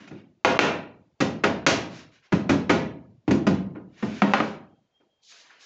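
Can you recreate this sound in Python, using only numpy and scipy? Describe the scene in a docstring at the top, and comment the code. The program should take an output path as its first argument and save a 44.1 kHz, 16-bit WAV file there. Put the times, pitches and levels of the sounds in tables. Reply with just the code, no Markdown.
"""A workshop, with a phone microphone close to a wooden jig; ceiling boards are being hammered into it.
The blows come in twos and threes: each cracks, rattles the board in its groove and rings frame and bench,
and the room answers. Between blows wood slides on wood, over quiet air and one faint, thin whistle.
The phone ducks the hardest blows, suppresses the faint tails and passes little above 8 kHz."""
import sys
import numpy as np
from scipy import signal
from scipy.fft import rfft, irfft
from scipy.io import wavfile
from scipy.ndimage import uniform_filter1d, minimum_filter1d

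SR = 44100
rng = np.random.default_rng(int(sys.argv[2]) if len(sys.argv) > 2 else 0)


def log_audio(samples):
    """Write samples as a 16-bit WAV file to the path given in sys.argv[1]."""
    # one column per channel
    frames = np.atleast_2d(samples).T
    # limit to full scale, then quantise
    limited = np.clip(frames, -1, 1)
    pcm = np.round(limited * 32767).astype(np.int16)
    wavfile.write(sys.argv[1], SR, pcm)


N = 249165

# room tone of the workshop: f/Hz, octave-band level/dB
AIR_SPECTRUM = [(25, -24), (80, -9), (250, -3), (600, 1.5), (1500, -4), (3200, -2.5), (6000, -4.5),
                (12000, -3.5)]
# a faint whistle in the pause after the last blow: t/s, level/dB
WHISTLE_LEVELS = [(4.6, -83), (4.909, -84), (4.97, -68.5), (5.05, -82.5), (5.131, -80.5), (5.248, -75.5),
                  (5.35, -100)]
# reverberation of the workshop: f/Hz, t60/s
ROOM_DECAY = [(80, 1), (200, 0.66), (500, 0.57), (1200, 0.48), (2600, 0.42), (5000, 0.35), (8000, 0.32)]
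# board, hand and hammer sliding over wood: t/s, length/s, rasp level/dB, hiss level/dB
SLIDE_STROKES = [ (-0.03, 0.075, -56, -63), (0.106, 0.085, -62, -70.5), (1.885, 0.12, -52, -55),
                 (2.107, 0.054, -60.5, -66), (2.215, 0.048, -63, -69), (3.858, 0.64, -49.5, -55),
                 (5.206, 0.096, -80.5, -56.5), (5.271, 0.14, -59.5, -57), (5.401, 0.2, -61, -67),
                 (5.588, 0.074, -62.5, -57)]
# low rasp of sliding wood: f/Hz, octave-band level/dB
RASP_SPECTRUM = [(30, -51.5), (100, -16), (300, -5.5), (600, -2.5), (1100, 1), (1800, 6), (2800, 6),
                 (4200, -1.5), (8000, -25)]
# fine hiss of sliding wood: f/Hz, octave-band level/dB
HISS_SPECTRUM = [(1000, -32.5), (2500, -11), (4000, 0), (6500, -1.5), (8000, -6.5)]
# what the struck wood radiates: f/Hz, octave-band level/dB
WOOD_SPECTRUM = [(25, -55.5), (50, -37.5), (75, -22), (110, -13), (170, -3), (280, 0.5), (430, -4.5),
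                 (700, -2.5), (1100, -5), (2600, -0.5), (4200, -2.5), (5200, -3.5), (7000, -6.5)]
# dense short resonances of the struck board: f/Hz, width/Hz, level/dB
BOARD_RESONANCES = [(1250, 55, 3.5), (1420, 600, 0.5), (2040, 99, 0.5), (2500, 240, 0.5), (3330, 200, -0.5),
                    (6300, 1800, 4)]
# modes of boards, frame and bench, then faint steel rings: f/Hz, level/dB, t60/s
FRAME_MODES = [(94.86, -14, .42), (113.5, -23, 0.85), (155, -9.5, 0.1), (202.4, -7, .42),
               (275.9, -3.5, 0.28), (305, -5, 0.26), (353.8, -6, 0.22), (407.2, -7, 0.43),
               (520.4, -8, 0.39), (570, -15.5, 0.24), (643, -17, 0.57), (811, -16, 0.4), (941, -14.5, 0.51),
               (1020, -11, 0.37), (1250, -17.5, 0.17), (1440, -4, 0.23), (1757, -17.5, 0.34),
               (1900, -6.5, 0.19), (2180, -11.5, 0.12), (2380, -14, 0.22), (2590, -16, 0.26),
               (2830, -16, 0.41), (4030, -26, 0.56), (4660, -19.5, 0.15), (5470, -22, .4),
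               (6000, -20, 0.31)]
# direct path from the struck spot to the microphone: f/Hz, level/dB
DIRECT_PATH = [(60, -22.5), (130, -7.5), (280, -3), (800, 1), (1400, 6), (2500, 3.5), (3800, -1),
               (7000, -2.5)]
# blows and small knocks: t/s, level/dB, brightness/(dB/octave), roundness/(dB/octave^2), rattle/ms,
# resonance favoured by the striking place f/Hz, its lift/dB
HAMMER_BLOWS = [ (0.004, -60, -4, -0.3, 6.1, 295, 7), (0.076, -56, -2, -0.35, 2.9, 2410, 5),
                (0.111, -51.5, -6, 0.46, 3.3, 348, 11), (0.4478, -15, 0, 1.6, 1.0, 557, 2.5),
                (0.591, -14, 0.5, 1.4, 0.17, 2570, 5), (1.2036, -26, -2.5, -0.1, 6.1, 524, 5),
                (1.437, -21.5, -2, 0.94, 4.5, 590, 3), (1.6647, -17.5, 0.45, 0.16, 2.3, 570, 5),
                (2.3217, -27.5, -4.5, 0.1, 6, 181, 3.5), (2.4928, -24.5, -3.5, -0.1, 5.6, 297, 5.5),
                (2.6944, -19.5, -2.5, 0.37, 5.7, 2240, 2.5), (3.2785, -33.5, -6.5, 0, 2.8, 333.4, 15.5),
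                (3.3092, -31, -4.5, -.6, 2.5, 276, 9.5), (3.4679, -27, -4.4, -0.15, 3.2, 190, 8),
                (3.750, -46.5, -5.5, 1.8, 9, 324, 8.5), (4.0257, -36, -5.5, 0.5, 3.5, 209, 7),
                (4.2195, -21, -1.85, 2, 0.7, 209, 19), (4.336, -20, -0.44, 2, 0.72, 1260, 3.5),
                (4.402, -31, -3, 1.6, 0.53, 1222, 6), (5.0, -67, -2, 0.7, 15, 341, 5),
                (5.3203, -67.5, 8, 3, 3.4, 3900, 11), (5.494, -60, 7.5, 6.5, 16, 1610, 10.5)]
# response of the phone: f/Hz, level/dB
PHONE_RESPONSE = [(6800, 0.5), (7400, -4), (7850, -14.5), (8300, -31), (9200, -34.5), (10300, -25),
                  (12000, -43.5), (14000, -44), (15500, -52)]

TAIL_S = 2 / 3  # length of one blow and of the room's answer


def undb(db):
    """Decibels to gain."""
    return np.exp(np.asarray(db) * (np.log(10) / 20))


def unit(x):
    """Scale to rms 1."""
    return x / np.sqrt(np.mean(x ** 2))


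def at(points, hz):
    """Read (f/Hz, value) points on a log-frequency axis."""
    f, value = np.transpose(points)
    return np.interp(np.log(np.maximum(hz, 1)), np.log(f), value)


def hump(hz, centre, width):
    """Resonance shape, 1 at the centre."""
    return 1 / (1 + (2 * (hz - centre) / width) ** 2)


def fade(t, t60):
    """Exponential decay, 60 dB down after t60."""
    return undb(-60 * t / t60)


def colour(x, db_of_hz, size=4096):
    """Causal filter with the given dB curve, built from the cepstrum."""
    cepstrum = irfft(np.log(undb(db_of_hz(np.fft.rfftfreq(size, 1 / SR)))))
    cepstrum[1:size // 2] *= 2
    cepstrum[size // 2 + 1:] = 0
    return signal.fftconvolve(x, irfft(np.exp(rfft(cepstrum))))[:len(x)]


def pink_db(hz):
    """Gain that gives white noise of rms 1 a power of 1 in every octave."""
    return 10 * np.log10(SR / 2 / np.log(2) / np.maximum(hz, 20))


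def shaped(x, points):
    """Give white noise an octave-band spectrum, at rms 1."""
    return unit(colour(x, lambda f: at(points, f) + pink_db(f)))


def drift(rate_hz):
    """Smooth random drift at rms 1."""
    hold = int(SR / rate_hz)
    steps = np.repeat(rng.standard_normal(N // hold + 1), hold)
    return unit(uniform_filter1d(steps, hold)[:N])


def workshop_air(level_db=-68.5):
    """Room tone: faint, steady air."""
    return undb(level_db) * shaped(rng.standard_normal(N), AIR_SPECTRUM)


def whistle(pitch_hz=3215, waver=0.0073, flutter_db=2):
    """A thin tone just over the room tone, wavering in pitch and level."""
    level_db = np.interp(np.arange(N) / SR, *np.transpose(WHISTLE_LEVELS), left=-np.inf)
    level_db += flutter_db * drift(35)
    hz = pitch_hz * (1 + waver * drift(180))
    return undb(level_db) * unit(np.sin(2 * np.pi * np.cumsum(hz) / SR))


def room_tail(t, build_s=0.0024):
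    """Diffuse reflections build up quickly, and each band dies at its own rate."""
    noise, hz = rfft(rng.standard_normal(len(t))), np.fft.rfftfreq(len(t), 1 / SR)
    centres, t60s = np.transpose(ROOM_DECAY)
    tail = 0
    for t60, share in zip(t60s, np.eye(len(centres))):
        band = irfft(noise * at(np.c_[centres, share], hz), len(t))
        tail += band * fade(t, t60)
    return tail * (1 - np.exp(-t / build_s))


def stroke(start_s, length_s, swell_share=0.32, stop_t60_s=0.2):
    """Envelope of one slide: it gathers speed over a share of its length, holds, then dies away."""
    age = np.arange(N) / SR - start_s
    swell = np.clip(age / (swell_share * length_s), 0, 1) ** 2
    return swell * fade(np.maximum(age - length_s, 0), stop_t60_s)


def sliding_wood(grain_db=2.0, uneven_db=2.0, room_db=-3):
    """Wood fibres catch and slip in dense uneven grains: a low rasp and a fine hiss, with room behind."""
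    envelopes = sum(np.outer(undb([rasp_db, hiss_db]), stroke(start_s, length_s))
                    for start_s, length_s, rasp_db, hiss_db in SLIDE_STROKES)
    direct = 0
    for envelope, spectrum in zip(envelopes, (RASP_SPECTRUM, HISS_SPECTRUM)):
        noise = rng.standard_normal(N)
        catch_db = grain_db * np.tanh(drift(900)) + uneven_db * np.tanh(drift(45))
        direct += shaped(noise * undb(catch_db), spectrum) * envelope
    tail = room_tail(np.arange(int(TAIL_S * SR)) / SR)
    return direct + undb(room_db) * signal.fftconvolve(direct, tail / np.linalg.norm(tail))[:N]


def board_db(hz):
    """Radiation of the wood with the humps of the board's resonances."""
    return at(WOOD_SPECTRUM, hz) + sum(db * hump(hz, f, width) for f, width, db in BOARD_RESONANCES)


def striking_place(spread_db=3.0, count=80):
    """Each place excites the board's many upper bending modes unevenly: points of f/Hz, level/dB."""
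    hz = np.linspace(np.sqrt(400), np.sqrt(8000), count) ** 2
    scatter = rng.standard_normal(count)
    ripple_db = spread_db * (scatter - uniform_filter1d(scatter, 4))
    ripple_db[0] = 0  # flat below 400 Hz
    return np.c_[hz, ripple_db]


def blow_db(hz, level_db, brightness, roundness, favoured_hz, lift_db, mid_hz=874):
    """A blow's drive: brightness tilts it, roundness bends both ends, the place lifts one resonance."""
    octaves = np.log2(np.clip(hz, 200, 6050) / mid_hz)
    arch_db = brightness * octaves - roundness * octaves ** 2
    return level_db + arch_db + lift_db * hump(hz, favoured_hz, width=0.17 * favoured_hz)


def contact(t, rattle_s, flex_s=0.0039, flex=0.89, settle=0.79, direct_s=0.008):
    """The first strike, then micro-impacts as the board chatters in its groove and flexes."""
    chatter = rng.standard_normal(len(t)) * np.exp(-t / (settle * rattle_s + flex_s))
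    chatter *= 1 - np.exp(-t / rattle_s)
    force = flex * (1 + rattle_s / flex_s) ** 2 * chatter / np.linalg.norm(chatter)
    force[0] += 1  # the strike itself
    force *= np.sqrt(direct_s * SR) / np.linalg.norm(force)
    # a narrow board radiates its slow bending poorly
    return colour(force, lambda f: at(DIRECT_PATH, f))


def disperse(x, lag_ms=0.5):
    """Bending waves carry the treble fastest; lag_ms is the travel time at 1 kHz."""
    size = 2 * len(x)
    khz = np.fft.rfftfreq(size, 1 / SR) / 1000
    lag_cycles = 2 * lag_ms * np.sqrt(khz)
    return irfft(rfft(x, size) * np.exp(-2j * np.pi * lag_cycles), size)[:len(x)]


def frame_ring(t, drive_db, scatter_db=2, detune=0.003, swell_s=0.0064):
    """The modes swell as the blow spreads through the frame; each blow weights them anew."""
    ring = np.zeros(len(t))
    draws = rng.standard_normal((len(FRAME_MODES), 3))
    for (hz, db, t60), (weight, shift, phase) in zip(FRAME_MODES, draws):
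        age = t[t < t60]
        wave = np.sin(2 * np.pi * (hz * (1 + detune * shift) * age + phase))
        ring[:len(age)] += undb(db + drive_db(hz) + scatter_db * weight) * fade(age, t60) * wave
    return ring * (1 - np.exp(-t / swell_s))


def hammer(ring_db=1, room_db=-2, tight_db=6, smear_db=1.78, contact_samples=4096):
    """Blows close to the microphone: direct crack, room and ringing frame, coloured by the place struck."""
    track, t = np.zeros(N + SR), np.arange(int(TAIL_S * SR)) / SR
    fade_out = np.minimum(1, 10 * (TAIL_S - t))
    for start_s, level_db, brightness, roundness, rattle_ms, favoured_hz, lift_db in HAMMER_BLOWS:
        drive_db = lambda hz: blow_db(hz, level_db, brightness, roundness, favoured_hz, lift_db)
        place = striking_place()
        strike = disperse(contact(t[:contact_samples], rattle_ms / 1000))
        burst = undb(room_db) * room_tail(t)
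        # a tight blow cracks, a rattling one smears: each doubling of the rattle costs smear_db
        burst[:contact_samples] += undb(tight_db - smear_db * np.log2(rattle_ms)) * strike
        crack = colour(burst, lambda f: board_db(f) + at(place, f) + drive_db(f) + pink_db(f))
        ring = undb(ring_db) * frame_ring(t, drive_db)
        start = int(start_s * SR)
        track[start:start + len(t)] += fade_out * (crack + ring)
    return track[:N]


def scene():
    """One microphone close to the jig: blows and sliding in front, the quiet workshop behind."""
    return (hammer() + sliding_wood() + whistle() + workshop_air())[None]


def suppressor(x, threshold_db=-83, slope_db=-3.5, depth_db=-10, size=768):
    """The phone sinks faint bands, so tails end early; its threshold tilts by slope_db an octave."""
    frames = dict(fs=SR, nperseg=size, noverlap=size - size // 4)
    hz, _, spectrum = signal.stft(x, **frames)
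    power = uniform_filter1d(uniform_filter1d(abs(spectrum) ** 2, size=3, axis=0), size=3, axis=1)
    octaves = np.log2(np.maximum(hz, 200) / 1000)
    threshold = undb(threshold_db + slope_db * octaves)[:, None] ** 2
    gain = np.maximum(power / (power + threshold), undb(depth_db))
    return signal.istft(spectrum * gain, **frames)[1][:N]


def limiter(x, ceiling_db=-14, sense_s=0.0098, ahead_s=0.008, release_s=0.033, ramp_s=0.0023):
    """The phone turns down just before a loud blow and recovers while the room still rings."""
    power = uniform_filter1d(x ** 2, int(sense_s * SR))
    over_db = np.maximum(10 * np.log10(np.maximum(power, 1e-12)) - ceiling_db, 1e-6)
    ahead = int(ahead_s * SR)
    coming_db = -minimum_filter1d(-over_db, ahead, origin=-(ahead // 2))
    # the cut jumps to each new peak and relaxes exponentially
    relax = np.arange(N) / SR / release_s
    cut_db = np.exp(np.maximum.accumulate(np.log(coming_db) + relax) - relax)
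    return x * undb(-uniform_filter1d(cut_db, int(ramp_s * SR)))


def record(dry, headroom=4.7, top_hz=15700):
    """The phone suppresses faint noise, limits the blows, rounds the peaks and cuts the treble."""
    limited = limiter(suppressor(dry[0]))
    rounded = headroom * np.tanh(limited / headroom)
    dulled = colour(rounded, lambda f: at(PHONE_RESPONSE, f))
    lowpass = signal.ellip(8, 0.2, 70, top_hz, fs=SR, output="sos")
    return signal.sosfilt(lowpass, dulled)[None]


dry = scene()
out = record(dry)
log_audio(out)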